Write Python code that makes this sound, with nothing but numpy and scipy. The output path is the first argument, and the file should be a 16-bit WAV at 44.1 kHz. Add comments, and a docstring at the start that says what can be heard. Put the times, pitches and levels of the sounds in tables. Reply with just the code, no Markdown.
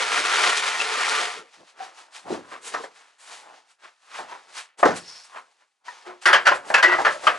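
"""In a wooden barn, feed pellets pour from a scoop, pattering and hissing into a ringing trough.
A person steps back, their padded jacket swishing and their boots scuffing the littered floor.
They move a slatted pen gate, which thumps shut, and a thin metal scrape follows.
Last, the scoop clatters against the pen boards. Close plank walls thicken every blow with echoes,
and it is all heard through two microphones set close together."""
import sys
import numpy as np
from scipy import signal
from scipy.fft import rfft, irfft, next_fast_len
from scipy.io import wavfile
from scipy.ndimage import map_coordinates

SR = 44100
rng = np.random.default_rng(int(sys.argv[2]) if len(sys.argv) > 2 else 0)


def inscribe(sig):
    """Save sig as 16-bit PCM at rate SR to the path in sys.argv[1].

    A 1-D sig is mono; a 2-D sig holds one channel per row.
    Samples are clipped to [-1, 1] before scaling.
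    """
    pcm = np.round(np.clip(np.atleast_2d(sig).T, -1, 1) * 32767)
    wavfile.write(sys.argv[1], SR, pcm.astype(np.int16))


N = 325458

# Levels are relative. A "tone" table says how strong low and high sounds are.
# A "ring time" is how long a sound takes to fade by 60 dB.
# the barn's still air: (frequency [Hz], level [dB])
AIR_TONE = [(60, -15.0), (800, 0), (3000, -13.0), (11000, -12.5)]
# how long the barn echoes: (frequency [Hz], ring time [s])
BARN_RING_TIMES = [(60, 0.52), (260, 0.26), (700, 0.23), (1840, 0.2), (4850, 0.18), (11000, 0.084)]
# echoes from the nearest planks: (delay [s], level [dB])
WALL_ECHOES = [(.0029, -36), (.0068, -24.5), (0.0113, -15.5), (0.0169, -18)]

# sleeve rubbing on jacket: (peak time [s], level [dB], rise [s], fall [s], level change for zing [dB])
SLEEVE_STROKES = [(1.544, -55.5, 0.083, 0.062, -9), (1.70, -57, 0.1, 0.028, -7),
                  (1.845, -48.5, 0.11, 0.044, -7.5), (1.994, -50.5, 0.092, 0.049, -6),
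                  (2.166, -45.5, 0.068, 0.037, -4), (2.336, -44, .11, 0.042, -7),
                  (2.526, -53, 0.13, .06, -4.5), (2.681, -40, .08, 0.02, 2.5),
                  (2.744, -42.5, 0.1, 0.06, -9), (2.845, -48.5, .09, 0.017, -4.5),
                  (2.97, -57.5, .09, 0.11, -5), (3.211, -55.5, 0.039, .08, 2),
                  (3.339, -46.5, 0.17, 0.076, -3), (3.56, -59.5, 0.16, 0.066, -12),
                  (3.714, -63, 0.069, 0.028, -1.5), (3.848, -57.5, 0.078, 0.06, -7.5),
                  (4.07, -62.5, 0.17, 0.057, -5), (4.186, -44, 0.13, 0.042, -6.5),
                  (4.30, -51.5, .04, 0.097, -8), (4.53, -57, 0.14, .03, -5),
                  (4.587, -36.5, 0.073, 0.025, -3.5), (4.795, -47, 0.025, 0.095, 0.5),
                  (4.856, -32.5, .013, 0.042, -24), (4.971, -39.5, 0.041, 0.021, 1.5),
                  (5.104, -51.5, 0.18, 0.18, -4.5), (5.254, -61, .08, 0.022, 6),
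                  (5.375, -60.5, .1, 0.038, -1), (5.615, -70, .05, 0.022, -9),
                  (5.866, -51.5, .032, 0.17, -11), (6.075, -56, 0.075, 0.056, -7),
                  (6.222, -47.5, 0.014, 0.23, -3.5), (6.558, -42.5, 0.083, 0.019, -3),
                  (6.70, -44.5, 0.073, 0.032, 0), (7.0, -42, 0.39, 0.14, -8.5),
                  (7.13, -43.5, 0.11, 0.048, -4), (7.24, -41.5, 0.043, 0.095, -3.5)]
# the nylon's swish: (frequency [Hz], level [dB])
SWISH_TONE = [(150, -30.5), (400, -10.5), (800, 4), (1500, 3.5), (2800, 1), (4500, -1), (6500, -4.5),
              (8500, -15.5), (11000, -21.5)]
# the nylon's high zing: (frequency [Hz], level [dB])
ZING_TONE = [(4000, -41.5), (6500, -1), (8000, 1.5), (11000, -8)]
# boots and gate dragging over litter:
# (peak time [s], level [dB], rise [s], fall [s], centre frequency [Hz], hollow boost [dB])
DRAGS = [(1.389, -46.5, 0.037, 0.04, 463, 9), (1.614, -49, 0.023, 0.02, 430, -2),
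         (1.815, -40.5, 0.027, 0.061, 890, -2.5), (1.99, -50.5, 0.049, 0.092, 880, 5),
         (2.275, -35.5, 0.0117, 0.07, 436, -19), (2.429, -52, 0.21, 0.27, 726, -20.5),
         (2.533, -33.5, 0.018, 0.029, 830, -7), (2.799, -41, 0.074, 0.038, 463, 10),
         (3.0, -55, 0.064, 0.12, 1130, -1), (3.31, -50, 0.04, 0.067, 885, 0),
         (3.5, -46, 0.071, 0.064, 804, 4.5), (3.854, -44, 0.021, 0.03, 1060, -2),
         (4.162, -38, 0.037, 0.078, 1190, 4), (4.332, -35.5, 0.024, 0.036, 935, 7),
         (4.5, -53.5, 0.07, 0.046, 810, 3), (4.59, -44, 0.011, 0.052, 1420, -1),
         (4.804, -36.5, 0.0099, 0.018, 705, 0), (5.17, -58, 0.054, 0.045, 900, -4),
         (5.369, -36.5, 0.028, 0.026, 1080, 8.5), (5.48, -65, 0.049, 0.057, 864, 5.5),
         (5.625, -61, 0.027, 0.025, 1003, -1.5), (5.89, -45, 0.019, 0.082, 955, 8.5),
         (6.07, -39.5, 0.012, 0.036, 870, 1), (6.11, -39, 0.023, 0.032, 696, 1.5),
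         (6.67, -41, 0.043, 0.13, 646, -5), (7.161, -36, 0.06, 0.032, 590, 10.5),
         (7.243, -31, 0.015, 0.048, 786, 3), (7.36, -36, 0.042, 0.042, 905, -15)]
# crushed litter: (frequency [times the centre frequency], level [dB])
LITTER_TONE = [(.05, -34), (.15, -25), (.4, -5.5), (.72, 0), (1, 3.5), (1.55, 1.5), (2.5, -6), (5, -20.5),
               (12, -42.5)]
# a thin scrape, perhaps the gate's fastening: (time [s], level [dB])
SCRAPE_LEVELS = [(4.98, -55), (5.04, -53), (5.09, -45), (5.17, -48.5), (5.25, -53), (5.3, -74)]
# the notes of the scraped metal: (frequency [Hz], width [Hz], level [dB])
SCRAPE_NOTES = [(4420, 400, -4), (4950, 300, -7), (5430, 230, -1.5)]
# bright pings, and a low hum around the scoop's knocks:
# (time [s], frequency [Hz], level [dB], rise [s], ring time [s], width [Hz])
RINGING_NOTES = [(0.796, 2690, -27, .008, 0.096, 190), (1.80, 762, -40.5, 0.012, 0.22, 83),
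                 (4.829, 1224, -17.5, 0.0027, 0.077, 56), (5.881, 976, -37.5, 0.0015, 0.09, 23),
                 (5.882, 1840, -42, .002, 0.11, 114), (6.064, 362, -50, 0.06, 0.25, 12),
                 (6.258, 369, -37.5, 0.0043, 0.62, 31), (6.266, 9100, -43.5, 0.0089, 0.18, 95),
                 (6.331, 3000, -20.5, .003, 0.056, 81), (6.74, 2603, -21.5, 0.0027, 0.14, 43),
                 (6.832, 1941, -16.5, 0.0085, 0.28, 16.8), (6.832, 1995, -25.5, .006, 0.5, 105),
                 (6.839, 359.6, -34, 0.032, 0.43, 40), (7.268, 1256, -18, 0.0011, 0.15, 35),
                 (7.269, 3080, -20.5, 0.0027, 0.067, 190)]

# heavy blows on wood:
# (time [s], level [dB], bass tilt [dB per octave], rise [s], board note [Hz], width [Hz], echo [dB])
HEAVY_BLOWS = [(2.254, -47, 7, 0.002, 397, 298, -18), (2.3, -27, 10, 0.0027, 440, 260, -21.5),
               (2.315, -26, 10.5, 0.0043, 326, 200, -15.5), (2.338, -32, 3, 0.0099, 480, 300, -14),
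               (2.738, -24, -4.5, 0.014, 1100, 500, -17.5), (2.836, -34.5, -4, 0.0072, 540, 400, -16.5),
               (4.188, -31.5, -0.5, 0.00075, 740, 400, -7), (4.828, -10, -.5, 0.0038, 660, 250, -12),
               (4.854, -11, 2, 0.0035, 488, 250, -12), (4.885, -26.5, 9, .004, 150, 99, -13.5),
               (4.904, -28.5, -9, 0.0043, 1430, 500, -10.5), (5.357, -39, -4, .006, 1280, 600, -12),
               (5.881, -42, -12, 0.00093, 1340, 620, -16), (6.701, -22.5, -2.5, 0.0014, 650, 306, -7),
               (6.984, -19, -1.5, 0.0038, 810, 200, -7)]
# a dull blow on wood: (frequency [Hz], level [dB])
THUMP_TONE = [(30, -50.5), (55, -51), (85, -26.5), (150, -23), (245, -11), (450, -5.5), (750, -1.5),
              (950, -1.5), (1300, -5), (1850, -7.5), (2400, -21.5), (3300, -36.5), (6400, -42.5),
              (11000, -60.5)]
# the scoop hitting the boards:
# (time [s], level [dB], treble tilt [dB per octave], low note [Hz], high note [Hz], echo [dB])
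SCOOP_HITS = [(6.255, -11.5, 2, 1590, 1930, 1), (6.281, -19, -1, 1310, 1700, 18),
              (6.328, -9.5, 0.5, 1644, 3140, 0.5), (6.453, -20, 0.5, 1530, 4660, 12),
              (6.467, -9.5, 0.4, 550, 1480, -5), (6.514, -16, -4, 1023, 1470, -6),
              (6.740, -11, 0, 1704, 2520, -8), (6.777, -17, -0.5, 1600, 2550, -6),
              (6.826, -12, 0.6, 1540, 1940, -3.5), (6.850, -23, 0.5, 1370, 2000, 15),
              (6.880, -21.5, -1.5, 945, 2700, 17), (6.915, -18.5, -2.5, 1260, 1950, 16),
              (7.0482, -15, -1.5, 1190, 1600, -5), (7.061, -16, -2.5, 1320, 1750, 0),
              (7.267, -12.5, -1.6, 1195, 2510, -3)]
# a hard knock on the boards: (frequency [Hz], level [dB])
CLACK_TONE = [(30, -66), (55, -44), (80, -38), (200, -30), (350, -21.5), (560, -5.5), (960, -2.5),
              (1480, 0), (1980, -2), (2320, -8), (3100, -10.5), (3800, -18), (4770, -17.5), (11000, -35)]
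# the notes the scoop rings with: (frequency [Hz], level [dB], ring time [s])
SCOOP_NOTES = [(378, -17.5, 0.29), (648, -7, 0.094), (1036, -14, 0.11), (1427, 11, 0.061),
               (1520, -11.5, 0.15), (1588, -20, 0.076), (1719, 5, 0.16), (2710, -16, 0.29),
               (2720, -6, 0.13), (2820, -0.5, 0.086), (4560, -6, 0.11), (5870, -13, 0.13),
               (7400, -22, 0.26)]

# the stream of feed as the scoop tips and empties: (time [s], level [dB])
FEED_FLOW = [(0.0, -25), (0.024, -23.5), (0.07, -27.5), (0.17, -22), (0.216, -25.5), (0.45, -19),
             (0.554, -25.5), (0.572, -25), (0.626, -27), (0.68, -24.5), (0.746, -29), (0.814, -24.5),
             (0.834, -30.5), (0.926, -25.5), (1.22, -24.5), (1.386, -40), (1.448, -56.5), (1.5, -59)]
# lumps of feed sliding out at once: (peak time [s], thud level [dB], spray level [dB])
FEED_LUMPS = [(.015, -34, -50), (.12, -35.5, -45), (.195, -28.5, -27), (.46, -29, -29), (.505, -35.5, -32),
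              (.575, -43, -25.5), (.675, -52.5, -32.5), (.815, -33.5, -30.5), (.98, -37, -49),
              (1.095, -55, -30.5), (1.205, -35.5, -37), (1.37, -47, -49)]
# the trough's floor drumming: (frequency [Hz], level [dB])
DRUM_TONE = [(35, -53.5), (70, -44), (115, -41.5), (165, -17.5), (220, -11.5), (340, -3.5), (440, 5.5),
             (560, 5), (800, -16), (2000, -40.5)]
# pellets landing: (frequency [Hz], level [dB])
PATTER_TONE = [(100, -53), (300, -21.5), (600, -10), (950, -1), (1420, -2.5), (2140, -1), (3400, -9.5),
               (6200, -16.5), (11000, -30)]
# pellets sliding over each other: (frequency [Hz], level [dB])
HISS_TONE = [(1500, -46.5), (3000, 4.5), (4500, 0.5), (7000, -3.5), (9500, -8), (11000, -15.5)]
# the notes the trough rings with: (frequency [Hz], width [Hz], level [dB])
TROUGH_NOTES = [(395, 4.5, -11.5), (434, 17, -9), (724.5, 19, 0.5), (905, 27, -9), (1189, 22, 3),
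                (1387, 71, 7.5), (1640, 45, -6), (1865, 17, 1.5), (2414, 38, -2), (3280, 67, -14.5)]

# how far the wave at the left microphone runs ahead: (frequency [Hz], phase [radians])
LEFT_LEAD = [(30, .05), (130, 1), (340, 0.73), (600, 0.99), (1000, 1), (1700, 0.84), (2300, 0.69),
             (4100, .16), (10500, .08)]
# sound arriving from all around: (frequency [Hz], level of side against mid [dB])
STEREO_WIDTH = [(30, -13.5), (130, -19), (500, -22.5), (1200, -17.5), (2500, -11), (9000, -10)]


def amp(db):
    """Turn decibels into a number to multiply by."""
    return 10 ** (np.asarray(db) / 20)


def unit(x):
    """Scale a sound to an average strength (rms) of 1."""
    return x / np.sqrt(np.mean(x ** 2) + 1e-20)


def unit_start(x):
    """Scale a blow so that its first 20 ms have an average strength of 1."""
    return x / np.sqrt(np.mean(x[0, :SR // 50] ** 2))


def along(points, hz):
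    """Read between the rows of a (frequency, value) table, spacing octaves evenly."""
    freqs, values = np.transpose(points)
    return np.interp(np.log(hz + 1e-3), np.log(freqs), values)


def peak(f, hz, width_hz):
    """A bell-shaped bump of height 1 around one frequency."""
    return 1 / (1 + (2 * (f - hz) / width_hz) ** 2)


def octaves(hz):
    """Octaves above 1000 Hz, levelling off at both ends."""
    return np.log2(np.clip(hz, 250, 6000) / 1000)


def add(track, start_s, x):
    """Mix a sound into the track at the given time."""
    start = max(round(start_s * SR), 0)
    part = track[:, start:start + x.shape[-1]]
    part += x[..., :part.shape[-1]]


def level_curve(rows):
    """Join (time, level) points into a volume curve, silent outside them."""
    times, levels = np.transpose(rows)
    return amp(np.interp(np.arange(N) / SR, times, levels, left=-120, right=-120))


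def swells(rows):
    """A volume curve for movements that each start from rest, peak and die away."""
    t = np.arange(N) / SR
    power = np.zeros(N)
    for s, db, rise, fall in rows:
        near = slice(max(int((s - rise) * SR), 0), int((s + 1) * SR))
        age = t[near] - s
        attack = np.clip(1 + age / rise, 0, 1) ** 1.7  # a gentle start
        fade = np.exp(-np.maximum(age, 0) / fall)
        power[near] += (amp(db) * attack * fade) ** 2
    return np.sqrt(power)


def wobble(rate, size):
    """A smooth curve through `rate` random points a second."""
    points = rng.standard_normal(int(size * rate / SR) + 4)
    return map_coordinates(points, [np.arange(size) * rate / SR])


def colour(x, db_of_hz):
    """Turn each frequency up or down by the given curve."""
    n = x.shape[-1]
    m = 2 * next_fast_len(n // 2 + 2048)
    gain = np.maximum(amp(db_of_hz(np.fft.rfftfreq(m, 1 / SR))), 1e-6)
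    cepstrum = irfft(np.log(gain), m)
    # folding this in half makes the filter ring only after a hit, never before
    cepstrum[1:m // 2] *= 2
    cepstrum[m // 2 + 1:] = 0
    return irfft(rfft(x, m) * np.exp(rfft(cepstrum)), m)[..., :n]


def grains(rate, spread_db, size):
    """About `rate` tiny hits a second, in two rows: mid (shared by both ears) and side (left vs right)."""
    hit = rng.random(size) < rate / SR
    strength = amp(spread_db * np.clip(rng.standard_normal(size), -2, 2))
    return unit(hit * strength * rng.standard_normal((2, size)))


def rustle(tone, rate, spread_db):
    """Many tiny hits blur into a steady noise with the given tone."""
    return unit(colour(grains(rate, spread_db, N), lambda f: along(tone, f)))


def resonate(notes, rate, wander_db):
    """Tiny hits keep an object's notes ringing; each swells and fades as the contact moves."""
    out = np.zeros((2, N))
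    for hz, width, db in notes:
        volume = amp(db + wander_db * wobble(11.28, N))
        band = signal.iirpeak(hz, hz / width, SR)
        out += volume * unit(signal.lfilter(*band, grains(rate, spread_db=4, size=N)))
    return unit(out)


def wavering_note(hz, width_hz, size):
    """A note that drifts in strength and pitch; more width means faster drift."""
    drift = 1 + 0.93 * wobble(2 * width_hz, size) + 0.7j * wobble(2 * width_hz, size)
    cycles = rng.random() + hz * np.arange(size) / SR
    return unit(np.real(drift * np.exp(2j * np.pi * cycles)))


def blow(ring_s, echo_db, rise_s):
    """A burst of noise from struck boards, then the barn's longer echo."""
    t = np.arange(SR // 2) / SR
    hz, times, spectrum = signal.stft(rng.standard_normal((2, len(t))), SR, nperseg=256)
    fade = amp(-60 * times / along(BARN_RING_TIMES, hz)[:, None])
    tail = signal.istft(spectrum * fade, SR, nperseg=256)[1][:, :len(t)]
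    echo = amp(echo_db) * tail * (1 - np.exp(-t / 0.0097))
    burst = rng.standard_normal((2, len(t))) * amp(-60 * t / ring_s)
    return (burst + echo) * (1 - np.exp(-t / rise_s))


def barn_air():
    """The still air of the barn is a very faint, steady hush."""
    return amp(-88) * unit(colour(rng.standard_normal((2, N)), lambda f: along(AIR_TONE, f)))


def wall_echoes(x):
    """Close plank walls send back quick, quieter copies that thicken the sound."""
    out = x.copy()
    for delay, db in WALL_ECHOES:
        add(out, delay, amp(db) * x)
    return out / np.sqrt(1 + sum(amp(db) ** 2 for _, db in WALL_ECHOES))


def jacket():
    """Nylon swishes as the arms move; each stroke has its own amount of high zing."""
    swish_level = swells([(s, db, rise, fall) for s, db, rise, fall, _ in SLEEVE_STROKES])
    zing_level = swells([(s, db + zing_db, rise, fall) for s, db, rise, fall, zing_db in SLEEVE_STROKES])
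    swish = rustle(SWISH_TONE, rate=12000, spread_db=1.8)
    zing = rustle(ZING_TONE, rate=12000, spread_db=1.4)
    return amp(wobble(60, N)) * (amp(4) * swish_level * swish + zing_level * zing)


def floor_scuffs():
    """Each drag crushes litter into a gritty swell, coloured by the hollow boards beneath."""
    out, t = np.zeros((2, N)), np.arange(-SR // 4, SR // 3) / SR
    for s, db, rise, fall, hz, hollow_db in DRAGS:
        swell = np.exp(np.where(t < 0, t / rise, -t / fall))
        floor = lambda f: along(LITTER_TONE, f / hz) + hollow_db * peak(f, hz, 0.26 * hz)
        grit = unit(colour(grains(rate=3000, spread_db=1.0, size=len(t)), floor))
        add(out, s + t[0], amp(db + 0.71 * wobble(80, len(t))) * swell * grit)
    return out


def metal_scrape():
    """Metal slides on metal and rings faintly."""
    return level_curve(SCRAPE_LEVELS) * resonate(SCRAPE_NOTES, rate=2100, wander_db=-1.5)


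def ringing_notes():
    """Bright pings, and a low hum around the scoop's knocks, each fade at one slightly unsteady pitch."""
    out, t = np.zeros((2, N)), np.arange(SR // 2) / SR
    for s, hz, db, rise, ring_s, width_hz in RINGING_NOTES:
        swell = amp(-60 * t / ring_s) * (1 - np.exp(-t / rise))
        add(out, s, amp(db + 3) * swell / swell.max() * wavering_note(hz, width_hz, len(t)))
    return out


def wood_thumps():
    """Boots land on the planks and the gate hits its post, each with a dull wooden note."""
    out = np.zeros((2, N))
    for s, db, bass_db, rise, hz, width_hz, echo_db in HEAVY_BLOWS:
        board = lambda f: along(THUMP_TONE, f) - bass_db * octaves(f) + 8 * peak(f, hz, width_hz)
        thump = colour(blow(ring_s=0.054, echo_db=echo_db, rise_s=rise), board)
        add(out, s, amp(db - 1.5) * unit_start(thump))
    return out


def scoop_knocks():
    """Each knock clacks on the boards and rings the scoop; the spot that is hit brings out two notes."""
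    out, t = np.zeros((2, N)), np.arange(SR // 2) / SR
    for s, db, treble_db, low_hz, high_hz, echo_db in SCOOP_HITS:
        clack = colour(blow(ring_s=0.086, echo_db=echo_db, rise_s=0.0033), lambda f: along(CLACK_TONE, f))
        ring = np.zeros((2, len(t)))
        for hz, note_db, ring_s in SCOOP_NOTES:
            fade = amp(note_db + rng.normal(0, 2.5) - 60 * t / ring_s)
            cycles = hz * rng.normal(1, 0.0035) * t + rng.random((2, 1))
            ring += fade * np.sin(2 * np.pi * cycles)
        ring *= 1 - np.exp(-t / 0.0014)
        knock = unit_start(clack) + amp(-8) * unit_start(ring)
        spot = lambda f: treble_db * octaves(f) + 7 * peak(f, low_hz, 67) + 7 * peak(f, high_hz, 210)
        add(out, s, amp(db - 1) * unit_start(colour(knock, spot)))
    return out


def pouring_feed():
    """Pellets drum, patter and hiss into the ringing trough; each lump adds a thud and a spray."""
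    rise_s, fall_s = 0.028, 0.024
    stream = level_curve(FEED_FLOW)
    thud = swells([(s, db, rise_s, fall_s) for s, db, _ in FEED_LUMPS])
    spray = swells([(s, db, rise_s, fall_s) for s, _, db in FEED_LUMPS])
    clumps = amp(0.9 * wobble(90, N))
    drum = np.hypot(amp(-21) * stream, thud) * rustle(DRUM_TONE, rate=3000, spread_db=1.5)
    patter = amp(-1.5) * stream * rustle(PATTER_TONE, rate=4000, spread_db=1.1)
    hiss = np.hypot(amp(-8.5) * stream, spray) * rustle(HISS_TONE, rate=6000, spread_db=1.3)
    ring = amp(-5) * stream * resonate(TROUGH_NOTES, rate=600, wander_db=3.5)
    return clumps * (drum + patter + hiss + ring)


def scene():
    """All the sounds over the barn's still air, as they reach the left and right microphones."""
    air = barn_air()
    action = pouring_feed() + jacket() + floor_scuffs() + metal_scrape() + wood_thumps() + scoop_knocks()
    mid, side = wall_echoes(action) + ringing_notes() + air
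    m = next_fast_len(N + SR // 4)
    hz = np.fft.rfftfreq(m, 1 / SR)
    sign = np.array([[1], [-1]])  # left, right
    stereo = rfft(mid, m) + sign * rfft(side, m) * amp(along(STEREO_WIDTH, hz))
    stereo *= np.exp(0.5j * sign * along(LEFT_LEAD, hz))
    return irfft(stereo, m)[:, :N] * amp(0.33 * sign + 0.5)  # the left is a little louder


def record(dry):
    """Round off the loudest peaks and cut away the highest treble."""
    top_hz = 11200
    rounded = dry / (1 + np.abs(dry) ** 6) ** (1 / 6)
    m = next_fast_len(N + SR // 4)
    hz = np.fft.rfftfreq(m, 1 / SR)
    return irfft(rfft(rounded, m) / np.sqrt(1 + (hz / top_hz) ** 400), m)[:, :N]


dry = scene()
out = record(dry)
inscribe(out)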